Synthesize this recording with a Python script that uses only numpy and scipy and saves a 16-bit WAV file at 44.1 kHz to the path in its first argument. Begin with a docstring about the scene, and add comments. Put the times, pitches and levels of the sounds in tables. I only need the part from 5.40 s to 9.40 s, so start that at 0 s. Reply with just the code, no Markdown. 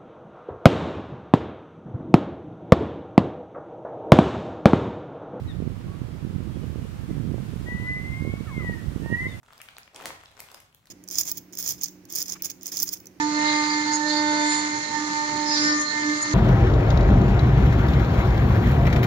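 """Among tall gum trees, a currawong gives two long sliding whistles that echo off the trunks.
Its throat singles out the second harmonic, so each is almost a pure tone. Other birds add short slurs
and far chirps. Leaves hiss ever louder over a distant murmur, and the eddies of a breeze buffet the
microphone as pulses of pressure, mostly at its right port."""
import sys
import numpy as np
from scipy import signal
from scipy.fft import rfft, irfft, next_fast_len
from scipy.io import wavfile
from scipy.ndimage import uniform_filter1d, map_coordinates

SR = 44100
rng = np.random.default_rng(int(sys.argv[2]) if len(sys.argv) > 2 else 0)


def unload_audio(sound):
    """Save the sound as a 16-bit wav file, at the path given as the first command line argument."""
    columns = np.transpose(np.atleast_2d(sound))
    # keep every value between -1 and 1, then stretch to whole-number steps
    steps = np.round(np.clip(columns, -1, 1) * 32767)
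    wavfile.write(sys.argv[1], SR, steps.astype(np.int16))


N = 176400
TIME = np.arange(N) / SR


def currawong():
    """Frequency modulation shapes two calls: a long arch of pitch, then a short rise."""
    # Each row: time in seconds, fundamental in Hz, level of the second harmonic in dB,
    # its left-over-right balance in dB, level of the fundamental in dB.
    arch = [(2.255, 945, -45, 11, -58), (2.285, 979.7, -37, 8, -53), (2.35, 978.7, -36.5, 6, -60),
            (2.43, 989.5, -37.5, 8, -53), (2.495, 1007, -29.5, 0, -63), (2.62, 1018, -42.5, -1.5, -64),
            (2.73, 1047, -37, 5, -56.5), (2.83, 1068, -46.5, 0, -61), (2.92, 1094, -45, 2, -55.5),
            (3.03, 1140, -60.5, 2, -63), (3.13, 1092, -48.5, 10, -65), (3.175, 1059, -36, 0, -58),
            (3.22, 996, -40.5, 7, -56), (3.31, 954, -34.5, 8, -55), (3.36, 925, -51.5, -6, -64),
            (3.41, 892, -46, -4, -68)]
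    rise = [(3.61, 893, -55, 4, -67), (3.645, 909, -48, -7, -52.5), (3.70, 931, -44, -5, -53),
            (3.745, 951, -25, -8, -49), (3.775, 971, -36.5, 1, -56), (3.80, 1004, -27, -1, -71),
            (3.83, 1024, -36.5, 9, -56), (3.866, 1013, -28, 1, -51), (3.882, 1073, -45, 10, -59),
            (3.905, 1120, -50, 6, -60)]
    return whistle(arch), whistle(rise)


def whistle(contour, jitter=0.00258, flutter_db=1.5, edge_s=0.025):
    """Resonance: the throat favours the second harmonic, leaving the first and third faint."""
    hz, second_db, pan_db, first_db = curves(contour)
    hz = uniform_filter1d(hz, size=600) * (1 + jitter * wobble(70))
    start, end = contour[0][0], contour[-1][0]
    gate = np.clip(np.minimum(TIME - start, end - TIME) / edge_s, 0, 1)
    first, second, third = [tone(k * hz) for k in (1, 2, 3)]
    resonant = panned(amp(second_db + flutter_db * wobble(45)) * second, pan_db)
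    faint = amp(first_db) * (panned(first, pan_db=-10.5) + amp(-6) * third)
    return gate * (resonant + faint)


def other_birds():
    """Superposition: nearer slurs from either side add to faint, far chirps in the centre."""
    # Each row: start in seconds, length in seconds, first and last pitch in Hz, bow of the glide in Hz,
    # level in dB, relative level of the octave in dB, left-over-right balance in dB.
    slurs = [(0.072, 0.058, 1990, 1663, 40, -53.5, 3.5, 15),
             (0.454, 0.162, 1039, 1096, 64.5, -54, -25, -10), (1.614, .035, 1840, 1720, 0, -62, -25, -4),
             (1.697, .035, 2096, 1950, 0, -58.5, -23, 0), (2.429, .1, 1300, 1750, -64, -58.5, -25, 0),
             (3.049, 0.11, 1506, 850, -37.5, -48, -17, -7), (3.067, .05, 1895, 1540, 14, -51.5, -25, 2),
             (3.177, .07, 1507, 982, 24, -50, -14, -9), (3.872, 0.08, 1870, 1650, 50, -57.5, 5.5, 18)]
    # Each row: start in seconds, length in seconds, first and last pitch in Hz.
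    chirps = [(1.093, 0.11, 3240, 3300), (1.19, 0.089, 3100, 2780), (1.39, 0.105, 3000, 2730),
              (1.805, .12, 3150, 3200), (2.058, 0.061, 2800, 2380)]
    near = sum(panned(slur(*row), pan_db) for *row, pan_db in slurs)
    far = sum(slur(*row, bow_hz=30, db=-66, octave_db=-40) for row in chirps)
    return near + far


def slur(start, length, start_hz, end_hz, bow_hz, db, octave_db, jitter=0.0074):
    """Amplitude and frequency modulation: one parabola swells the note and bows its glide."""
    progress = np.clip((TIME - start) / length, 0, 1)
    arc = 4 * progress * (1 - progress)
    glide_hz = start_hz + (end_hz - start_hz) * progress + bow_hz * arc
    hz = glide_hz * (1 + jitter * wobble(200))
    return amp(db) * arc * (tone(hz) + amp(octave_db) * tone(2 * hz))


def direct_path(x, lead_s):
    """Path difference: sound reaches the left port lead_s before the right (after it, if negative)."""
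    return filtered(x, lambda hz: np.exp(1j * np.pi * hz * lead_s * np.array([[1], [-1]])))


def tree_echoes(x, build_s=0.015, spread_s=0.045, tail_db=-12, trunk_db=-12):
    """Reverberation: near trunks give early reflections, and the wood scatters a diffuse tail."""
    # Each row: frequency in Hz, time to decay by 60 dB in seconds.
    decay_times = [(500, 0.32), (2000, 0.58), (6000, 0.46)]
    hz, t, spectra = signal.stft(rng.standard_normal((2, SR)), SR, nperseg=256)
    decay = amp(-60 * t / along(decay_times, hz)[:, None])
    build_up = 1 - np.exp(-t / build_s)
    tail = signal.istft(spectra * decay * build_up, SR, nperseg=256)[1]
    response = amp(tail_db) * tail / np.linalg.norm(tail[0])
    for channel in response:
        delays = (rng.random(size=12) * spread_s * SR).astype(int)
        gains = rng.standard_normal(size=12)
        np.add.at(channel, delays, amp(trunk_db) * gains / np.linalg.norm(gains))
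    return signal.fftconvolve(x, response, axes=1)[:, :N]


def wind(port_cut_hz=49):
    """Turbulent pressure rumbles on both ports; eddies and buffets strike mostly the windward right."""
    # Each row: frequency in Hz, relative level of the rumble in dB.
    rumble = [(20, -13), (35, -18), (60, -4.5), (100, 1.5), (140, -2.5), (200, -13), (400, -31.5),
              (1000, -58)]
    # The hardest buffets. Each row: time in seconds, strength in dB, centre frequency in Hz.
    buffets = [(.203, -17, 217), (0.224, -17, 278), (0.277, -15.5, 158), (.618, -16.5, 166),
               (.85, -14.5, 155), (.963, -13.5, 113), (1.359, -17.5, 253), (1.707, -19, 241),
               (1.891, -21, 189), (1.944, -14.5, 275), (1.982, -20, 380), (2.287, -19.5, 380),
               (2.351, -17.5, 146), (2.4, -17.5, 135), (2.824, -14.5, 164), (2.851, -17, 338),
               (2.877, -18, 190), (2.939, -15.5, 300), (3.01, -19, 217), (3.18, -13.5, 190),
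               (3.247, -19.5, 370), (3.297, -15.5, 343), (3.485, -13.5, 60), (3.563, -15, 170),
               (3.661, -17, 400), (3.727, -11.5, 294), (3.868, -17, 201)]
    left, right = [unit(noise(rumble) * amp(3.5 * wobble(18))) for _ in range(2)]
    times, db, hz = np.transpose(buffets)
    flutter = eddies() + pressure_pulses(times, amp(db), hz)
    # The windward port sheds the deepest bass.
    flutter = filtered(flutter, lambda f: f * f / np.hypot(f * f, port_cut_hz ** 2))
    return np.array([amp(-43) * left + amp(-28) * flutter, amp(-34) * right + flutter])


def eddies(per_second=240, centre_hz=141, size_spread_db=2.5, gain_db=9.5):
    """Shot noise: many small eddies arrive at random and merge into a flutter that follows the gusts."""
    # Each row: time in seconds, relative strength of the breeze in dB.
    gusts = [(0.0, -58), (0.02, -43.5), (0.29, -36), (0.38, -42.5), (0.83, -38), (1.45, -37.5),
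             (1.5, -45.5), (1.71, -33.5), (2.76, -42), (2.88, -32), (3.04, -43), (3.33, -35), (3.39, -42.5),
             (3.71, -34.5), (3.72, -29.5), (3.79, -44), (3.82, -35.5), (4.0, -50.5)]
    strength_db, = curves(gusts)
    count = int(per_second * N / SR)
    times = rng.random(size=4000)[:count] * N / SR
    size_scatter, pitch_scatter = rng.standard_normal(size=(4000, 2))[:count].T
    sizes = amp(size_spread_db * np.clip(size_scatter, -2, 2))
    hz = centre_hz * np.exp(0.32 * pitch_scatter)
    return amp(strength_db + gain_db) * unit(pressure_pulses(times, sizes, hz))


def pressure_pulses(times, sizes, hz, corner_hz=490, steepness=3.03):
    """Each passing eddy is one push and pull of pressure, which the port low-pass filters."""
    samples = (times * SR).astype(int)[:, None] + np.arange(-SR // 40, SR // 40)
    phase = 2 * np.pi * hz[:, None] * (samples / SR - times[:, None])
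    pulses = -phase / (1 + phase * phase / 4) ** 3
    pulses /= np.abs(pulses).max(axis=1, keepdims=True)
    inside = (samples >= 0) & (samples < N)
    pressure = np.bincount(samples[inside], (sizes[:, None] * pulses)[inside], N)
    return filtered(pressure, lambda f: 1 / np.sqrt(1 + (f / corner_hz) ** steepness))


def leaves(gain_db=8.5, swing_db=0.55):
    """Incoherent addition: countless leaves make a broadband hiss, which slowly swells."""
    # Each row: time in seconds, relative level in dB.
    swell = [(0, -69.5), (.5, -66.5), (1.4, -64), (2.4, -62), (3.2, -62.5), (3.9, -60)]
    # The hiss on each side. Each row: frequency in Hz, relative level in dB.
    left_spectrum = [(300, 1), (1500, 1.5), (3000, 2.5), (5000, 0), (8000, -3.5), (11000, -6.5),
                     (14000, -20), (16000, -8.5)]
    right_spectrum = [(300, -5.5), (1500, 9), (3000, 2.5), (5000, -5), (8000, -3.5), (11000, -6),
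                      (14000, -4.5), (16000, -19)]
    swell_db, = curves(swell)
    envelope = amp(swell_db + gain_db + swing_db * wobble(11))
    return envelope * np.array([noise(left_spectrum), noise(right_spectrum)])


def distant_murmur(level_db=-49):
    """A diffuse field: steady, dull noise from afar, uncorrelated between the ports."""
    # Each row: frequency in Hz, relative level in dB.
    spectrum = [(25, -22), (100, 2.5), (300, 4), (500, 4), (800, -0.5), (1200, -1.5), (1700, -6.5),
                (3000, -11), (5000, -18), (10000, -35)]
    gains = amp(level_db) * panned(1, pan_db=-3.4)[:, None]
    return gains * np.array([noise(spectrum), noise(spectrum)])


def amp(db):
    """Decibels as an amplitude ratio."""
    return 10 ** (np.asarray(db) / 20)


def unit(x):
    """Normalisation to an rms of 1."""
    return x / np.sqrt(np.mean(x ** 2) + 1e-20)


def along(points, hz):
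    """Interpolation of (Hz, value) points on a logarithmic frequency axis."""
    knots_hz, values = np.transpose(points)
    return np.interp(np.log(hz + 1), np.log(knots_hz + 1), values)


def curves(rows):
    """Linear interpolation in time: one value per sample for each column after the first."""
    times, *columns = np.transpose(rows)
    return [np.interp(TIME, times, column) for column in columns]


def wobble(rate):
    """Smooth random modulation: a spline through `rate` knots a second."""
    return map_coordinates(rng.standard_normal(4096), [TIME * rate], mode="wrap")


def filtered(x, response):
    """Linear filtering: the spectrum of x times a frequency response."""
    size = next_fast_len(N + SR // 2)
    return irfft(rfft(x, size) * response(np.fft.rfftfreq(size, 1 / SR)), size)[..., :N]


def noise(spectrum):
    """Spectral shaping turns white noise into coloured noise of rms 1."""
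    return unit(filtered(rng.standard_normal(N), lambda hz: amp(along(spectrum, hz))))


def panned(x, pan_db):
    """A level difference at constant power: left exceeds right by pan_db."""
    ratio = amp(pan_db)
    return np.array([ratio * x, x]) * np.sqrt(2 / (1 + ratio * ratio))


def tone(hz):
    """A sine of rms 1 whose phase is the integral of its frequency."""
    return np.sqrt(2) * np.sin(2 * np.pi * np.cumsum(hz) / SR)


def scene():
    """Superposition of the birds, their echoes, leaves, distant murmur and wind."""
    arch, rise = currawong()
    others = other_birds()
    direct = direct_path(arch, 0.00014) + direct_path(rise, -0.00012) + direct_path(others, 0.00004)
    return direct + tree_echoes(arch + rise + others) + leaves() + distant_murmur() + wind()


def record(dry, top_hz=15750):
    """Band limiting: nothing above top_hz passes."""
    return filtered(dry, lambda hz: hz < top_hz)


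dry = scene()
out = record(dry)
unload_audio(out)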